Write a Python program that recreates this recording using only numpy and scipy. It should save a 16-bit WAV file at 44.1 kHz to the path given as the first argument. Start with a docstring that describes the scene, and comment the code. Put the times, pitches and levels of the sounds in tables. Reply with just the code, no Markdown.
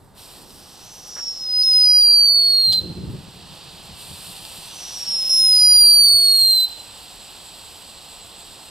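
"""A fountain firework lights with a soft whoosh on a night street; its jet hisses and spits sparks.
Far bangs thump throughout, and far crackers go off at 1.2 s. At 1.6 s a whistle charge catches, falls
in pitch as its tube burns hollow, stumbles and blows out at 2.8 s, while a big far bang rolls away.
A second charge whistles from 5.3 to 6.6 s. Houses throw the whistles back, and the jet hisses on."""
import sys
import numpy as np
from scipy import signal
from scipy.fft import rfft, irfft, next_fast_len
from scipy.io import wavfile

SR = 44100
rng = np.random.default_rng(int(sys.argv[2]) if len(sys.argv) > 2 else 0)


def to_wav(s):
    """Save 16-bit WAV."""
    ch = np.atleast_2d(s).T  # columns
    pcm = np.round(np.clip(ch, -1, 1) * 32767)  # PCM
    wavfile.write(sys.argv[1], SR, pcm.astype(np.int16))


N = 383669
TIME = np.arange(N) / SR

# whistle charges: catch t/s, blow-out t/s, catch f/Hz, fraction flat before the catch
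CHARGES = [(1.633, 2.794, 5222, .043), (5.293, 6.645, 5341, .027)]
# drive of each charge: t/s, level/dB
FIRST_DRIVE = [(0.85, -48), (1.052, -43.5), (1.292, -24), (1.352, -33.5), (1.598, -14), (1.652, -15),
               (1.748, -12), (2.1, -10.5), (2.432, -14), (2.684, -14.5), (2.77, -17)]
SECOND_DRIVE = [(4.82, -38.5), (5.0, -31.5), (5.03, -27.5), (5.05, -36), (5.082, -24), (5.152, -20.5),
                (5.282, -22), (5.308, -15), (5.832, -9.5), (6.246, -13.5), (6.498, -13.5), (6.63, -16)]
# stumbles of the tone: t/s, pitch drop/Hz, level drop/dB
TONE_STUMBLES = [(1.631, 800, 11), (1.737, 313, 2), (2.73, 60, 19), (5.241, 353, 6), (5.29, 50.3, 20),
                 (5.53, 130, -2), (5.739, 320, 4)]


def whistle(charge, drive, overtone_db, third_db, fizz_db, tone_db, stop_s,
            lock_db=-31, breathy_db=-35, full_drive_db=-14, stumble_s=.0022):
    """The tube first rings with jet noise, then locks into a clean tone amid a fizz of fast gas."""
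    catch_s, end_s, catch_hz, flat = charge
    onset_s = drive[0][0]
    hz = bore_pitch(catch_s, catch_hz, flat)
    level_db, = curves(drive)
    locked = 1 / (1 + gain_of(1.06 * (lock_db - level_db)))
    unlocked = 1 - locked
    breathy = 1 / (1 + gain_of(3 * (level_db - breathy_db)))
    # overtones grow faster than the tone; the third weakens as pitch rises
    second_db = overtone_db + .73 * (level_db - full_drive_db)
    third_over_second_db = third_db - 5 * (3 * hz - 12500) / 1000
    jitter_hz = (12 + 35 * unlocked) * wander(133.6)
    waver_hz = 10 * wander(14)  # uneven burning
    hz = hz + jitter_hz + waver_hz
    for at_s, drop_hz, drop_db in TONE_STUMBLES:
        dip = np.exp(-((TIME - at_s) / stumble_s) ** 2)
        hz = hz - drop_hz * dip
        level_db = level_db - drop_db * dip
    carrier = phasor(hz)
    narrow = np.sqrt(unlocked * (1 - breathy)) * unlocked * noise_band(carrier, width_hz=130)
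    wide = np.sqrt(breathy) * noise_band(carrier, width_hz=480)  # weak drive rings widely
    skirt = gain_of(-32) * noise_band(carrier, width_hz=260)
    fundamental = carrier.real * gain_of(.26 * wander(50))
    second = (carrier ** 2).real * gain_of(second_db + 1.2 * wander(45))
    third = (carrier ** 3).real * gain_of(second_db + third_over_second_db + 1.6 * wander(45))
    tone = gain_of(tone_db) * np.sqrt(2 * locked) * (fundamental + second + third)
    envelope = swell(onset_s, level_db, rise_s=.09, decay_s=stop_s, hold_s=end_s - onset_s)
    return envelope * (tone + narrow + wide + skirt) + gas_fizz(catch_s, end_s, fizz_db)


# the charge half chokes: t/s, half length/s, pitch drop/Hz
CHOKES = [(1.478, .07, 125.5), (1.723, 0.0211, 74.5), (2.73, 0.0487, 40.6), (5.215, 0.0228, 77.7),
          (5.646, 0.0836, 34.1), (6.602, .025, 60.2)]


def bore_pitch(catch_s, catch_hz, flat, growth_per_s=.233, fresh_bore_hz=5950):
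    """Pitch is inverse to the steadily growing bore depth; it jumps up at the catch, sags at chokes."""
    depth = np.maximum(1 + growth_per_s * (TIME - catch_s), .5)
    bore_hz = catch_hz * (1 - flat * (TIME < catch_s)) / depth
    sag_hz = sum(drop_hz * np.exp(-((TIME - at_s) / half_s) ** 2) for at_s, half_s, drop_hz in CHOKES)
    return np.minimum(bore_hz, fresh_bore_hz) - sag_hz


# gas hiss spectrum: f/Hz, density/dB
HISS_SPECTRUM = [(1500, -16.5), (2200, -12), (2650, -2), (4300, 1), (5000, -2.5), (6600, -16.5),
                 (7400, -6.5), (8200, -5), (9000, -8.5), (10700, -16.5), (12600, -14), (14400, -20.5),
                 (15800, -35.5)]


def gas_fizz(catch_s, end_s, db, fade_db_per_s=3):
    """Fast gas fizzes from catch to blow-out, slowly weakening."""
    envelope = swell(catch_s, db, rise_s=.04, decay_s=.027, hold_s=end_s - catch_s)
    fade_db = fade_db_per_s * np.maximum(TIME - catch_s, 0)
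    return envelope * gain_of(-fade_db) * treble(noise(HISS_SPECTRUM))


# jet burn: t/s, hiss level/dB, treble boost/dB
JET_BURN = [(.135, -66, 10.5), (.18, -48.5, 10), (.36, -47, 8.5), (.46, -53, 11), (.85, -48.5, 6),
            (1.45, -52.5, 8), (1.78, -43.5, 7.5), (2.3, -46.5, -3), (3.1, -48.5, -2.5), (3.6, -43, -4),
            (3.95, -43, -2), (4.0, -41, 6), (4.45, -40, 6), (4.85, -39.5, 0), (5.25, -40, 3.5),
            (6.0, -42.5, 2), (8.7, -44, 0)]
# low roar spectrum: f/Hz, density/dB
ROAR_SPECTRUM = [(100, -20), (300, -11.5), (550, -5), (830, 0), (1300, -7.5), (2000, -13), (4000, -48)]


def fountain_jet(sparks_per_s=1100, spark_db=-10, spread_db=3, flutter_db=.34, flicker_db=1.6):
    """Gas hiss with tiny spark cracks, over a low roar; hot white charges burn brighter."""
    hiss_db, boost_db = curves(JET_BURN)
    sizes = gain_of(spread_db * np.minimum(rng.exponential(1, N), 5))
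    signs = rng.choice([-1, 1], N)
    sparks = unit_rms(sizes * signs * (rng.random(N) < sparks_per_s / SR))
    hiss = coloured(rng.standard_normal((2, N)) + gain_of(spark_db) * sparks, HISS_SPECTRUM)
    treble_gain = gain_of(boost_db + flicker_db * wander(14))
    hiss = hiss + (treble_gain - 1) * treble(hiss)
    roar_db = -51 + .32 * (hiss_db + 43)  # follows the hiss only a little
    roar = gain_of(roar_db) * noise(ROAR_SPECTRUM)
    return gain_of(flutter_db * wander(25)) * (gain_of(hiss_db) * hiss + roar)


# tube spits: t/s, level/dB, rise/s, decay/s
SPIT_PUFFS = [(.506, -41, .0005, .002), (2.729, -20, .006, .014), (4.452, -20, .0002, .0006),
              (6.606, -29.5, .003, .005)]
# spit spectrum: f/Hz, density/dB
SPIT_SPECTRUM = [(500, -6.5), (2200, -17.5), (3600, 9), (4600, 12.5), (6000, -10), (9000, -1), (13500, -14),
                 (15800, -18)]


def spits():
    """The tube spits short, bright puffs of turbulence."""
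    return bursts(SPIT_PUFFS, SPIT_SPECTRUM)


# tube resonances: start t/s, end t/s, f/Hz, width/Hz, level/dB
TUBE_RESONANCES = [(.2, 1.15, 5290, 704, -53), (3.977, 5.2, 8980, 645, -50), (6.66, 8.66, 4030, 130, -61),
                   (6.66, 8.7, 7860, 410, -50)]


def tube_rings(drift=.011, waver_db=2, edge_s=.02):
    """Burning tubes ring faintly in their own jet, drifting with gas temperature, never locking."""
    pitch_ratio = 1 + drift * wander(4.1)
    waver = gain_of(waver_db * wander(11))
    rings = np.zeros(N)
    for start_s, end_s, hz, width_hz, db in TUBE_RESONANCES:
        band = noise_band(phasor(hz * pitch_ratio), width_hz)
        rings += band * swell(start_s, db, edge_s, edge_s, hold_s=end_s - start_s)
    return waver * rings


# ignition envelope: t/s, level/dB, rise/s, decay/s, hold/s
IGNITION_SWELL = (0.36, -52.5, 0.2, 0.17, 0.22)
# whoosh spectrum: f/Hz, density/dB
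WHOOSH_SPECTRUM = [(60, -14), (250, 6), (450, 0), (900, -21), (2500, -30)]


def ignition():
    """The fountain lights with a soft whoosh."""
    return swell(*IGNITION_SWELL) * noise(WHOOSH_SPECTRUM)


# wall reflections: delay/s, level/dB
WALLS = [(.013, -25.5), (0.025, -30.5), (.054, -21.5), (.083, -21.5)]


def street_echo(x, tail_db=-22, t60_s=.64, treble_t60_s=.26, taps_per_s=2000, build_s=.093):
    """Single wall echoes and a thin scattered tail whose treble dies first."""
    build_up = np.minimum(np.arange(SR) / SR / build_s, 1)
    taps = rng.standard_normal((2, SR)) * (rng.random((2, SR)) < taps_per_s / SR) * build_up
    taps = taps + .5 * taps[::-1]  # partly shared by left and right
    hz, frame_s, spectra = signal.stft(taps, SR, nperseg=256)
    band_t60_s = at_hz([(4000, t60_s), (12000, treble_t60_s)], hz)[:, None]
    response = signal.istft(spectra * gain_of(-60 * frame_s / band_t60_s), SR, nperseg=256)[1]
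    response *= gain_of(tail_db) / np.linalg.norm(response[0])
    for delay_s, db in WALLS:
        response[:, round(delay_s * SR)] += gain_of(db)
    return signal.fftconvolve(x, response, axes=1)[:, :N]


# far bangs: t/s, pre-filter level/dB, decay/s, cutoff f/Hz
BANGS = [(.02, -48, 0.11, 250), (.84, -39, 0.037, 84), (2.681, -31.5, 0.067, 189.4), (5.8, -44.5, .3, 220),
         (6.14, -35, .028, 100), (6.43, -31.5, 0.036, 65)]
# echoes off ever farther houses: delay/s, pre-filter level/dB, rise/s, decay/s, cutoff f/Hz
BANG_ECHOES = [(.147, -30.5, 0.034, 0.19, 560), (.37, -32, 0.086, 0.14, 320), (.6, -42, .1, .5, 333),
               (1.5, -51.5, 0.36, 1, 282)]
# bang spectrum: f/Hz, density/dB
BANG_SPECTRUM = [(35, -13.5), (70, 2.5), (120, 1), (175, 5.5), (250, -8), (370, -3.5), (550, -14),
                 (900, -28)]


def far_bangs(thump_rise_s=.0069, lumps_db=4.5):
    """Far bangs arrive as bass thumps; the biggest rolls on in lumpy echoes."""
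    rumble = noise(BANG_SPECTRUM)

    def dull(cutoff_hz):
        lowpass = signal.butter(2, cutoff_hz, fs=SR, output="sos")
        return signal.sosfilt(lowpass, np.roll(rumble, rng.integers(N), axis=1))

    thumps = sum(swell(at_s, db, thump_rise_s, decay_s) * dull(cutoff_hz)
                 for at_s, db, decay_s, cutoff_hz in BANGS)
    biggest_s = max(BANGS, key=lambda row: row[1])[0]
    echoes = sum(swell(biggest_s + delay_s, db, rise_s, decay_s) * dull(cutoff_hz)
                 for delay_s, db, rise_s, decay_s, cutoff_hz in BANG_ECHOES)
    return thumps + gain_of(lumps_db * wander(16)) * echoes


# far crackers: t/s, level/dB
CRACKER_POPS = [(1.168, -40), (1.18, -40), (1.189, -39.5), (1.2, -41)]
# cracker spectrum: f/Hz, density/dB
CRACKER_SPECTRUM = [(300, -9), (750, -5), (1600, -1), (2200, -12), (3500, -17), (7000, -33)]


def far_crackers(rise_s=.0048, decay_s=.01):
    """A quick run of dull pops from distant crackers."""
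    return bursts([(at_s, db, rise_s, decay_s) for at_s, db in CRACKER_POPS], CRACKER_SPECTRUM)


# distant night spectrum: f/Hz, density/dB
NIGHT_SPECTRUM = [(15, -54.5), (25, -1), (64, -3.5), (191, -9), (373, -11.5), (427, -13), (543, -12.5),
                  (588, -22.5), (2780, -47), (6040, -37), (15000, -61)]


def distant_night(db=-52.5):
    """Steady low background rumble."""
    return gain_of(db) * noise(NIGHT_SPECTRUM)


# left-right likeness: f/Hz, correlation
STEREO_CORRELATION = [(50, 0.31), (130, 0.96), (300, 0.68), (700, 0.88), (3000, 0.85), (7000, 1),
                      (15000, 0.98)]


def coloured(pair, spectrum):
    """Two unrelated signals become partly shared stereo with this spectrum, rms 1."""
    shared = lambda f: np.clip(at_hz(STEREO_CORRELATION, f), 0, 1)
    mid = filtered(pair[0], lambda f: gain_of(at_hz(spectrum, f)) * np.sqrt(1 + shared(f)))
    side = filtered(pair[1], lambda f: gain_of(at_hz(spectrum, f)) * np.sqrt(1 - shared(f)))
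    return unit_rms(np.array([mid + side, mid - side]))


def noise(spectrum):
    """Stereo turbulence with this spectrum."""
    return coloured(rng.standard_normal((2, N)), spectrum)


def bursts(rows, spectrum):
    """Puffs of turbulence, summed in power."""
    return np.sqrt(sum(swell(*row) ** 2 for row in rows)) * noise(spectrum)


def phasor(hz):
    """Complex oscillator following a pitch curve."""
    return np.exp(2j * np.pi * np.cumsum(hz) / SR)


def noise_band(carrier, width_hz):
    """Turbulence ringing in a tube: a fuzzy band around the carrier."""
    return ((wander(width_hz) + 1j * wander(width_hz)) * carrier).real


def wander(hz):
    """Random motion of rms 1, up to about hz."""
    return unit_rms(filtered(rng.standard_normal(N), lambda f: 1 / (1 + (f / hz) ** 2)))


def swell(peak_s, db, rise_s, decay_s, hold_s=0):
    """Exponential rise to peak_s, hold, exponential decay."""
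    before_s = np.maximum(peak_s - TIME, 0)
    after_s = np.maximum(TIME - peak_s - hold_s, 0)
    return gain_of(db) * np.exp(-before_s / rise_s - after_s / decay_s)


def treble(x, edge_hz=8600):
    """Steep high-pass."""
    return filtered(x, lambda f: 1 / (1 + (edge_hz / (f + 1)) ** 5))


def filtered(x, gain):
    """Applies a gain given as a function of frequency."""
    size = next_fast_len(N + 8192)
    return irfft(rfft(x, size) * gain(np.fft.rfftfreq(size, 1 / SR)), size)[..., :N]


def curves(rows):
    """Each column of a timed table, per sample."""
    times_s, *columns = np.transpose(rows)
    return [np.interp(TIME, times_s, column) for column in columns]


def at_hz(points, hz):
    """Interpolates on a log-frequency axis."""
    f, value = np.transpose(points)
    return np.interp(np.log(hz + 1), np.log(f + 1), value)


def gain_of(db):
    """Decibels to amplitude."""
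    return 10 ** (np.asarray(db) / 20)


def unit_rms(x):
    """Scales to rms 1."""
    return x / np.sqrt(np.mean(x ** 2) + 1e-20)


def scene():
    """The firework and its echoes over the distant night."""
    first = whistle(CHARGES[0], FIRST_DRIVE, overtone_db=-23.5, third_db=-3.5,
                    fizz_db=-37.5, tone_db=0, stop_s=.005)
    second = whistle(CHARGES[1], SECOND_DRIVE, overtone_db=-14.5, third_db=-4,
                     fizz_db=-29, tone_db=.55, stop_s=.011)
    near = first + second + fountain_jet() + ignition() + tube_rings() + spits()
    far = far_crackers() + far_bangs() + distant_night()
    return near + street_echo(near) + far


# microphone balance: f/Hz, left minus right level/dB
MIC_BALANCE = [(110, .5), (280, 1), (700, -6), (2400, -4), (4500, -2.8), (5200, -.7), (8100, -.7),
               (10500, 1), (13000, 4.5)]


def record(dry, left_lag_s=24e-6, band_limit_hz=15750):
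    """Two band-limited microphones of unequal colour; the left hears all but the treble slightly later."""
    lag_s = lambda f: left_lag_s / (1 + (f / 8000) ** 6)
    mics = filtered(dry, lambda f: gain_of(np.outer([.5, -.5], at_hz(MIC_BALANCE, f))))
    mics = filtered(mics, lambda f: np.exp(2j * np.pi * np.outer([-.5, .5], f * lag_s(f))))
    lowpass = signal.firwin(511, band_limit_hz, window=("kaiser", 9), fs=SR)
    return signal.oaconvolve(mics, lowpass[None], "same")


dry = scene()
out = record(dry)
to_wav(out)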